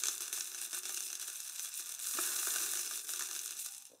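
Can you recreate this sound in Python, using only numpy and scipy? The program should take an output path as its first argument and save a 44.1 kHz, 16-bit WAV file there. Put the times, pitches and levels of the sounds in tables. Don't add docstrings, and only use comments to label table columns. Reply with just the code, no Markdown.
import sys
import numpy as np
from scipy import signal
from scipy.fft import rfft, irfft
from scipy.io import wavfile

SR = 44100
rng = np.random.default_rng(int(sys.argv[2]) if len(sys.argv) > 2 else 0)


def wrap_up_sound(samples):
    columns = np.atleast_2d(samples).T
    tamed = np.clip(columns, -1, 1)
    steps = np.round(tamed * 32767).astype(np.int16)
    wavfile.write(sys.argv[1], SR, steps)


N = 176400
T = np.arange(N) / SR
HZ = np.arange(4097) * SR / 8192 + 1e-3


def undb(db):
    return 10 ** (np.asarray(db) / 20)


def unit(x):
    return x / np.sqrt(np.mean(x ** 2))


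def curve(rows, column=1):
    rows = np.array(rows, float)
    return np.interp(T, rows[:, 0], rows[:, column])


def slope(points):
    hz, db = np.array(points, float).T
    return undb(np.interp(np.log(HZ), np.log(hz), db))


def peaks(modes):
    gains = [undb(db) / (1 + 1.72 * ((HZ - hz) / width_hz) ** 2) ** 1.2 for hz, width_hz, db in modes]
    return np.sqrt(sum(gain ** 2 for gain in gains))


def response(gain):
    cepstrum = irfft(np.log(gain / gain.max() + 1e-4))
    half = len(cepstrum) // 2
    causal = np.r_[cepstrum[0], 2 * cepstrum[1:half]]
    impulse = irfft(np.exp(rfft(causal, len(cepstrum))))[:half]
    return impulse / np.linalg.norm(impulse)


def ring(x, colour):
    return signal.fftconvolve(x, response(colour))[:N]


def grains(per_s, spread_db):
    size = undb(spread_db * np.clip(rng.standard_normal(N), -2, 2))
    lands = rng.random(N) < per_s / SR
    return unit(lands * size * rng.choice([-1, 1], N))


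def skitter(impacts, energy_decay_s=0.0014, bounce_db=-1):
    samples = energy_decay_s * SR
    energy = signal.lfilter([0, 1 / samples], [1, -np.exp(-1 / samples)], impacts ** 2 + 1e-18)
    return unit(impacts + undb(bounce_db) * np.sqrt(energy) * rng.standard_normal(N))


def blows(starts_s, levels_db, colour, contact_s, decay_s, strike_db=7):
    out, body = np.zeros(N + SR), response(colour)
    t = np.arange(512) / SR
    envelope = np.exp(-t / decay_s) / (1 + (t / contact_s) ** 8)
    chatter = rng.standard_normal((len(starts_s), len(t))) * envelope
    chatter[:, 0] = np.sign(chatter[:, 0]) * undb(strike_db)
    for start_s, level_db, force in zip(starts_s, levels_db, chatter):
        hit = signal.fftconvolve(force, body)
        at = int(start_s * SR)
        out[at:at + len(hit)] += hit * undb(level_db) * np.sqrt(contact_s * SR) / np.linalg.norm(hit)
    return out[:N]


# freq_hz, gain_db
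AIR_COLOUR = [(25, -13), (60, -18.5), (105, 8.5), (150, -0.5), (220, 4.5), (500, -8.5), (900, 7.5),
              (2000, -13.5), (15000, -13)]


def room_air(level_db=-77):
    return undb(level_db) * ring(rng.standard_normal(N), slope(AIR_COLOUR))


def room_echo(x, t60_s=0.19, echo_db=-9, delay_s=0.0032):
    t = T[:SR // 2]
    tail = rng.standard_normal(len(t)) * np.exp(-np.log(1000) * t / t60_s) * (t > delay_s)
    return x + undb(echo_db) * signal.fftconvolve(x, tail / np.linalg.norm(tail))[:N]


# start_s, pitch_hz, level_db, swell_s, t60_s
TONES = [(1.645, 3390, -47.5, .002, .14), (3.66, 802, -62.5, 0.056, 0.75)]


def faint_tones():
    out = np.zeros(N)
    for start_s, pitch_hz, level_db, swell_s, t60_s in TONES:
        age_s = np.maximum(T - start_s, 0)
        envelope = (1 - np.exp(-age_s / swell_s)) * np.exp(-np.log(1000) * age_s / t60_s)
        out += undb(level_db) * envelope * np.sin(2 * np.pi * pitch_hz * age_s)
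    return out


# start_s, level_db
BUMPS = [(2.146, -60), (2.166, -58), (3.899, -72), (3.916, -62.5), (3.933, -59.5), (3.948, -66)]
# freq_hz, width_hz, gain_db
TABLE_MODES = [(280, 103, -6), (486, 93, -2.5), (710, 160, -15)]


def table_bumps():
    starts_s, levels_db = np.array(BUMPS).T
    return blows(starts_s, levels_db, peaks(TABLE_MODES), contact_s=0.013, decay_s=0.006)


# start_s, level_db
KNOCKS = [(2.1869, -34.5), (2.561, -43.5)]
# freq_hz, gain_db
KNOCK_COLOUR = [(120, -27), (260, -13), (350, 8), (510, -25), (650, -0.5), (1000, -8), (1500, 10),
                (1750, 0.5), (2050, -42), (2400, -0.5), (3000, -44), (8000, -43)]


def jar_knocks(boost_db=3.5):
    starts_s, levels_db = np.array(KNOCKS).T
    return blows(starts_s, levels_db + boost_db, slope(KNOCK_COLOUR), contact_s=0.0035, decay_s=0.0036)


# freq_hz, width_hz, gain_db
HOLLOW_MODES = [(225, 79, -23), (352.6, 44, -3), (418, 51, -5)]
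WALL_MODES = [(636, 78, -10), (765, 94, -10.5), (920, 120, -13.5), (1051, 66, -6), (1214, 90, -0.5),
              (1449, 195, 2), (1671, 197, 0), (2240, 93, -10)]
SHELL_MODES = [(2693, 400, -1.4), (3552, 405, 0.54), (3997, 200, -0.89)]
SPOUT_MODES = [(5323, 320, -8.5), (6166, 364, 2.5)]
# freq_hz, gain_db
TICK_COLOUR = [(1500, -34), (3000, -26), (4600, -10), (5700, -6), (6800, -0.5), (8000, -1), (9400, -5),
               (10300, -7), (12500, -12), (14400, -19), (15800, -31)]
# start_s, level_db, wall_share_db, treble_share_db, crumb_share_db
LUMPS = [(0.0206, -44, -13, -5, -1), (0.0362, -27, -15, -11, -11), (0.0558, -31, -17, -9, -7),
         (0.0694, -32, -27, -4, -6), (0.0838, -28, -13, -15, -12), (0.1796, -41, -19, 0, -14),
         (0.2061, -39, -10, -2, -2), (0.2195, -38, -14, -2, -6), (0.2796, -37, -13, -11, -14),
         (0.3277, -32, -13, -7, -5), (0.3643, -43, -21, 0, 0), (0.3757, -38, -9, -6, -6),
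         (0.4078, -32, -16, -9, -14), (0.4744, -42, -19, -6, -8), (0.5464, -41, -12, -7, -2),
         (0.6149, -39, -12, -1, -5), (0.7088, -48, -17, -1, 0), (0.73, -37, -8, -3, -2),
         (0.7459, -41, -13, 3, -5), (0.7754, -41, -7, -7, -14), (0.8332, -41, -15, -7, -8),
         (0.8541, -37, -12, -6, -2), (0.8934, -38, -7, -7, -5), (0.9446, -37, -23, -11, -9),
         (0.9732, -35, -14, -9, -7), (1.0054, -38, -14, -1, -5), (1.0366, -42, -20, 0, -14),
         (1.1021, -40, -17, -6, -6), (1.1293, -38, -13, -3, -5), (1.153, -38, -22, -3, -14),
         (1.1971, -43, -10, 3, -6), (1.2255, -43, -12, -1, 0), (1.2813, -41, -9, -2, -5),
         (1.3004, -40, -14, -3, -12), (1.3573, -44, -16, -1, -5), (1.4029, -40, -17, 1, -14),
         (1.4964, -44, -11, 1, -6), (1.5593, -44, -18, 0, -6), (1.5947, -35, -17, -7, -14),
         (1.6473, -40, -13, 2, -8), (1.7946, -41, -10, -1, -5), (1.8592, -44, -12, 0, -3),
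         (1.8921, -45, -10, 5, -4), (1.9219, -42, -18, 0, -14), (1.9486, -41, -31, -1, -14),
         (2.0702, -37, -13, 0, -14), (2.1494, -41, -13, 5, -5), (2.2371, -37, -13, -3, -2),
         (2.4702, -38, -5, -4, -1), (2.7356, -38, -5, -1, -14), (2.7543, -38, -12, -3, -1),
         (2.7725, -38, -9, -2, -8), (2.7924, -37, -20, -2, -4), (2.91, -41, -6, -2, -2),
         (2.9756, -40, -12, 0, -14), (3.0911, -37, -10, -4, -5), (3.1358, -37, -10, -3, -5),
         (3.1598, -40, -22, -1, -14), (3.1939, -34, -10, -2, -5), (3.2081, -38, -5, -16, -4),
         (3.2226, -34, -16, -9, -14), (3.2876, -44, -9, -9, -2), (3.3118, -39, -9, -3, -7),
         (3.3504, -39, -16, -5, -1), (3.3631, -36, -12, -8, -14), (3.3912, -37, -24, -6, -9),
         (3.4593, -39, -12, 0, -7), (3.4776, -38, -22, -6, -14), (3.5079, -41, -16, 0, -9),
         (3.5679, -44, -18, -4, 0), (3.6468, -49, -20, 3, 0), (3.6615, -41, -12, 2, -13),
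         (3.7213, -51, -15, 5, -14), (3.7474, -46, -20, -2, -5), (3.766, -52, -25, 4, -4),
         (3.7804, -47, -27, 2, -14), (3.8223, -50, -21, -2, -14), (3.8531, -51, -23, 0, -5),
         (3.8668, -55, -30, 2, -14)]
TREBLE_HZ = 7800


def lumps(crumble_s=0.019, crumble_db=-5.5):
    starts_s, level_db, wall_db, treble_db, crumb_db = np.array(LUMPS, float).T
    tick = slope(TICK_COLOUR)
    highpass = 1 / (1 + (TREBLE_HZ / HZ) ** 10)
    # colour, crack_db, spray_db
    bands = [(peaks(SHELL_MODES), -9.5, -7),
             (peaks(SPOUT_MODES), -2.5, -6),
             (tick * (1 - highpass), -3, -5),
             (tick * highpass, treble_db + 0.5, -4),
             (peaks(WALL_MODES), wall_db + 1.5, wall_db + 2),
             (peaks(HOLLOW_MODES), wall_db - 12, wall_db - 11.5)]
    crumbs = grains(per_s=4000, spread_db=3.3)
    onsets = (starts_s * SR).astype(int)
    out = np.zeros(N)
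    for colour, crack_db, spray_db in bands:
        out += blows(starts_s, level_db + crack_db, colour, contact_s=0.0027, decay_s=0.002)
        onset_energy = np.bincount(onsets, undb(level_db + spray_db + crumb_db + crumble_db) ** 2, N)
        spray_energy = signal.lfilter([1], [1, -np.exp(-1 / (crumble_s * SR))], onset_energy + 1e-18)
        out += ring(crumbs * np.sqrt(spray_energy), colour)
    return out


# time_s, wall_db, hollow_db
DRUMMING = [(0.0, -60.5, -65), (0.41, -63.5, -71), (0.6, -61.5, -73), (0.9, -69, -68), (1.15, -68, -73),
            (1.34, -66, -88), (1.89, -67, -90), (2.08, -58.5, -76), (2.24, -50.5, -58.5), (2.34, -52, -62),
            (2.61, -51.5, -60.5), (2.94, -63.5, -67), (3.32, -64, -70.5), (3.58, -67, -76),
            (3.73, -72, -94.5), (4.0, -91, -90)]


def funnel_drumming(coarse, wall_boost_db=1):
    force = unit(coarse + 0.9 * grains(per_s=700, spread_db=5.8))
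    wall = ring(force * undb(curve(DRUMMING) + wall_boost_db), peaks(WALL_MODES))
    hollow = ring(force * undb(curve(DRUMMING, column=2)), peaks(HOLLOW_MODES))
    return wall + hollow


# freq_hz, gain_db
HISS_COLOUR = [(1500, -26), (3200, -20), (4500, -11.5), (5600, -10.5), (6900, 1.5), (8000, -2), (9500, -2),
               (10600, -3.5), (12500, -5.5), (14400, -6.5), (15800, -10)]
# freq_hz, width_hz, gain_db
GLASS_MODES = [(8970, 1100, 4.5), (11900, 350, -9), (14100, 200, -11)]
# time_s, level_db
FLOW = [(0,-39),(.03,-50),(.07,-43),(.13,-41.5),(.195,-51),(.22,-41),(.26,-46),(.32,-54),(.335,-41.5),(.42,-44.5),(.54,-48.5),(.62,-43.5),(.65,-42),(.70,-54.5),(.745,-43),(.79,-42.5),(.82,-56.5),(.87,-44),(1.0,-44),(1.09,-48),(1.13,-49),(1.19,-52.5),(1.22,-44.5),(1.35,-48.5),(1.58,-47.5),(1.64,-42.5),(1.695,-51.5),(1.73,-47.5),(1.79,-41),(1.84,-52),(1.91,-45.5),(1.975,-52.5),(2.02,-40),(2.15,-38),(2.46,-37),(2.8,-39),(2.88,-45),(2.95,-40),(3.04,-47.5),(3.08,-45.5),(3.1,-40.5),(3.18,-44),(3.25,-43.5),(3.29,-47.5),(3.33,-43.5),(3.52,-48),(3.555,-54.5),(3.6,-40.5),(3.68,-49),(3.81,-62),(3.88,-65),(4,-83)]


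def salt_stream(reference_db=-42, fine_db=-5.5, tick_db=-6, crystal_db=-4.5, shell_db=-11.5, spout_db=-7.5):
    flow_db = curve(FLOW) - reference_db
    fine_gain = undb(reference_db + 1.44 * flow_db + fine_db)
    coarse_gain = undb(reference_db + 0.76 * flow_db)
    fine = grains(per_s=9000, spread_db=4.5) * fine_gain
    coarse = skitter(grains(per_s=900, spread_db=7))
    rattle = coarse * coarse_gain
    hiss = ring(fine, slope(HISS_COLOUR))
    ticks = undb(tick_db) * ring(rattle, slope(TICK_COLOUR))

    crystal_colour = slope(HISS_COLOUR) / (1 + (TREBLE_HZ / HZ) ** 4) + undb(-4.5) * peaks(GLASS_MODES)
    crystal_hits = skitter(grains(per_s=300, spread_db=5)) * coarse_gain
    crystals = undb(crystal_db) * ring(crystal_hits, crystal_colour)

    force = rattle + undb(-5) * fine
    shell = undb(shell_db) * ring(force, peaks(SHELL_MODES))
    spout = undb(spout_db) * ring(force, peaks(SPOUT_MODES))
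    return hiss + ticks + crystals + shell + spout + funnel_drumming(coarse)


def scene():
    air = room_air()
    impacts = salt_stream() + lumps() + jar_knocks() + table_bumps()
    return (room_echo(impacts) + faint_tones() + air)[None]


def record(dry, low_hz=60, top_hz=15650):
    thinned = signal.sosfilt(signal.butter(1, low_hz, "high", fs=SR, output="sos"), dry)
    return signal.sosfilt(signal.ellip(12, 0.2, 80, top_hz, fs=SR, output="sos"), thinned)


dry = scene()
out = record(dry)
wrap_up_sound(out)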